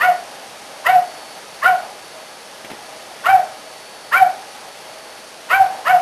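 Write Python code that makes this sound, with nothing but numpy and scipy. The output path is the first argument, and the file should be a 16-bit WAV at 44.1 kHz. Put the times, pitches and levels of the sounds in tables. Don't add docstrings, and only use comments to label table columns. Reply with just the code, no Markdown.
import sys
import numpy as np
from scipy import signal
from scipy.fft import rfft, irfft
from scipy.io import wavfile
from scipy.ndimage import uniform_filter1d, map_coordinates

SR = 44100
rng = np.random.default_rng(int(sys.argv[2]) if len(sys.argv) > 2 else 0)


def boost(x):
    u = np.asarray(x, float) / 20
    return 10 ** u


def persist_wave(psi):
    counts = np.round(np.clip(psi, -1, 1) * 32767).astype(np.int16)
    wavfile.write(sys.argv[1], SR, np.atleast_2d(counts).T)


N = 265041

# [f/Hz, width/Hz, level/dB]
THROAT = [(602, 120, 13.5), (1065, 145, 22.5), (1348, 82, 20.5), (1864, 208, 19), (2290, 67, -10),
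          (2694, 476, 12), (3430, 480, -5), (4790, 1100, -0.5), (6370, 1800, -5)]
# [f/Hz, width/Hz, lift/dB]
MOUTH_RINGS = [(1930, 200, 11), (2305, 100, 14)]


def bark(climax_s, voice_db, shelf_db, second_top_db, first_hz, held_hz, last_hz, third_top_db):
    longest_s, release_s = .24, .07
    t = np.arange(int(longest_s * SR)) / SR
    end_s = climax_s + release_s

    release_db_per_s = 230 + 3.5 * (held_hz - last_hz)
    wake_db = hump(t, .06, rise_db=600, fall_db=0, top_db=0)
    shelf = shelf_db * np.clip((climax_s - t) / .032, 0, 1)
    first_db = hump(t, climax_s, 0, release_db_per_s, voice_db) + wake_db + shelf
    second_db = second_top_db + hump(t, .056, rise_db=260, fall_db=340, top_db=.5)
    third_db = third_top_db + hump(t, .075, rise_db=10, fall_db=450, top_db=0)
    rasp_db = hump(t, .032, rise_db=300, fall_db=190, top_db=-29.5)
    curves = (first_db, second_db, third_db, rasp_db)
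    first_db, second_db, third_db, rasp_db = (uniform_filter1d(c, size=400) for c in curves)

    hoarse = .35 + np.exp(-t / .05)
    glide_s, sag_lead_s, sag_s = .08, .024, .065
    slack = np.clip((t - climax_s + sag_lead_s) / sag_s, 0, 1) ** 1.3
    climb = np.clip(1 - t / glide_s, 0, 1) ** 2
    hz = held_hz - (held_hz - first_hz) * climb - (held_hz - last_hz) * slack
    for ring_hz, width_hz, lift_db in MOUTH_RINGS:
        third_db = third_db + lift_db / (1 + (2 * (3 * hz - ring_hz) / width_hz) ** 2)
    jitter, shimmer_db = .02, 3
    hz = hz * (1 + jitter * hoarse * walk(400, len(t)))
    phase = 2 * np.pi * np.cumsum(hz) / SR

    voice = np.zeros(len(t))
    partials_db = [first_db, second_db, third_db, rasp_db - 6, rasp_db - 17]
    for number, db in enumerate(partials_db, start=1):
        shimmer = shimmer_db * np.sqrt(number) * hoarse * walk(146.1, len(t))
        voice += np.sqrt(2) * boost(db + shimmer) * np.sin(number * phase)

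    puffs = 1 + .57 * np.cos(phase)
    air = rng.standard_normal(len(t)) * puffs * boost(1.36 * walk(203, len(t)))
    throat = sum(boost(db) * steep(air, f, width_hz) for f, width_hz, db in THROAT)
    rasp = level(throat, 13.1) * boost(rasp_db)
    edge = np.clip(np.minimum(t, end_s - t) / .03, 0, 1)
    return (voice + rasp) * edge ** 1.4


# [start t/s, climax after start t/s, lowest tone level/dB, its shelf before the climax level/dB,
# second partial level/dB]
BARKS = [
    (-0.012, .104, -6, -8, -15),
    (0.836, .126, -6, -5, -17),
    (1.609, .118, -9.5, -2, -13.5),
    (3.231, .124, -4, -8, -13),
    (4.103, .123, -3, -18, -12),
    (5.482, .13, -5, -10, -11),
    (5.84, .108, -4, -8, -12),
]
# [first f/Hz, held f/Hz, last f/Hz, third partial level/dB]
TUNES = [(460, 748, 620, -27), (470, 750, 690, -32), (430, 752, 620, -32), (390, 772, 705, -34),
         (370, 772, 695, -31), (430, 782, 715, -31), (440, 750, 670, -32)]


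def dog():
    out = np.zeros(N + 2 * SR)
    for (start_s, *shape), tune in zip(BARKS, TUNES):
        call = bark(*shape, *tune)
        at = int((start_s + 1) * SR)
        out[at:at + len(call)] += call
    return out[SR:SR + N]


# [t/s, tap level/dB, thud level/dB, snap level/dB, time to fade by 60 dB t/s]
KNOCKS = [
    (2.19, -31, -44, -46, 0.16),
    (2.644, -30, -32, -29, 0.08),
    (2.699, -33, -32, -27, 0.06),
    (2.712, -30, -30, -32, 0.08),
    (2.73, -37, -35, -41, 0.09),
    (2.787, -33, -51, -43, 0.089),
    (2.814, -36, -48, -45, 0.053),
]


def knocks():
    out, t = np.zeros(N), np.arange(6000) / SR
    for start_s, tap_db, thud_db, snap_db, t60_s in KNOCKS:
        noise = rng.standard_normal(len(t))
        fade = np.exp(-np.log(1000) * t / t60_s) * np.clip(t / .003, 0, 1)
        tap = level(steep(noise, 800, 250), tap_db)
        thud = level(steep(noise, 310, 250), thud_db - .5)
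        snap = level(steep(noise, 1640, 1200), snap_db + 1.5)
        at = int(start_s * SR)
        out[at:at + len(t)] += (tap + thud + snap) * fade
    return out


def hall(x):
    bass_t60_s, treble_t60_s = .4, .4
    direct_db, echo_db = -.7, -10
    t = np.arange(SR) / SR
    low, high = rng.standard_normal((2, len(t)))
    split = signal.butter(1, 1600, fs=SR)
    bass = signal.lfilter(*split, low) * np.exp(-np.log(1000) * t / bass_t60_s)
    treble = (high - signal.lfilter(*split, high)) * np.exp(-np.log(1000) * t / treble_t60_s)
    echoes = (bass + treble) * np.clip((t - .004) / .01, 0, 1)
    echoes *= boost(echo_db) / np.sqrt(np.sum(echoes ** 2))
    return boost(direct_db) * x + signal.fftconvolve(x, echoes)[:N]


# [f/Hz, level per Hz/dB]
HISS_COLOUR = [(18, -48), (30, -26), (70, -22.5), (185, -11), (345, -8.5), (406, -6), (535, -2.5),
               (705, -6.5), (810, -7), (1900, -9), (4260, -12), (4560, -11), (7400, -12), (9620, -57),
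               (16300, -120)]


def hiss(load_db):
    hz = np.fft.rfftfreq(N, 1 / SR)
    f, db = np.transpose(HISS_COLOUR)
    colour = boost(np.interp(np.log(hz + 1), np.log(f), db))
    noise = irfft(rfft(rng.standard_normal(N)) * colour, N)
    return level(noise, 5.1) * boost(-42.5 + load_db)


# [f/Hz, width/Hz, level/dB]
HUMPS = [(634.5, 25, -4.5), (794, 114, -1.5), (1250, 20, -14), (1680, 14, -17)]


def humps(load_db):
    t = np.arange(N) / SR
    ringing = np.zeros(N)
    for f, width_hz, db in HUMPS:
        flicker = boost(1.87 * walk(14, N))
        ringing += level(band(rng.standard_normal(N), f, width_hz), db) * flicker
    after_bark = np.zeros(N)
    for start_s, climax_s, bark_db, *_ in BARKS:
        after_bark += boost(bark_db + hump(t - start_s - climax_s, .03, rise_db=400, fall_db=130, top_db=-25))
    return ringing * (boost(-42.5 + 1.2 * load_db) + after_bark)


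# [start t/s, length t/s, level/dB]
WHINE = [
    (-.03, .25, -47),
    (1.036, 0.36, -46),
    (1.48, .14, -51),
    (1.738, .15, -47),
    (1.98, .42, -51),
    (2.75, .85, -54.5),
    (3.6, .55, -49),
    (4.15, 1.13, -50),
    (5.5, 0.33, -50),
]


def whine():
    t = np.arange(N) / SR
    rest_db, fade_s = -56.5, .08
    spells = np.zeros(N)
    for start_s, length_s, db in WHINE:
        inside_s = np.minimum(t - start_s, start_s + length_s - t)
        spells += boost(db) * np.clip(inside_s / fade_s + .5, 0, 1)
    strength = np.maximum(spells, boost(rest_db)) * boost(.7 * walk(4.98, N))
    return np.sqrt(2) * strength * np.sin(2 * np.pi * 4460.5 * t)


# [t/s, level/dB]
LOAD = [(0, .5), (1.6, 0), (2.4, -1), (3.2, 0.5), (3.9, -1.5), (4.6, 0), (5.3, -1), (6.01, 1)]


def drone():
    load_db = np.interp(np.arange(N) / SR, *np.transpose(LOAD))
    return hiss(load_db) + humps(load_db) + whine()


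def hump(t, at, rise_db, fall_db, top_db):
    return top_db - np.maximum(rise_db * (at - t), fall_db * (t - at))


def walk(rate, size):
    k = int(SR / rate)
    steps = np.repeat(rng.standard_normal(size // k + 1), k)
    return 1.53 * uniform_filter1d(uniform_filter1d(steps, k), k)[:size]


def level(x, db):
    return x * boost(db) / np.sqrt(np.mean(x ** 2))


def band(x, hz, width_hz):
    return signal.lfilter(*signal.iirpeak(hz, hz / width_hz, SR), x)


def steep(x, hz, width_hz):
    return band(band(x, hz, 1.44 * width_hz), hz, 1.44 * width_hz)


def scene():
    return (hall(dog() + knocks()) + drone())[None]


def low_pass(x):
    return signal.sosfilt(signal.butter(12, 12790, fs=SR, output="sos"), x)


def record(dry):
    camera_hz = 15000
    smooth = signal.sosfilt(signal.butter(6, 6900, fs=SR, output="sos"), dry)
    held = np.floor(np.arange(N) * camera_hz / SR) * SR / camera_hz
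    steps = np.array([map_coordinates(c, [held], order=3) for c in smooth])
    rounded = steps / (1 + steps ** 10) ** (1 / 10)
    top = signal.ellip(10, .3, 70, 12600, fs=SR, output="sos")
    mix = signal.sosfilt(top, rounded)
    return low_pass(mix)


dry = scene()
out = record(dry)
persist_wave(out)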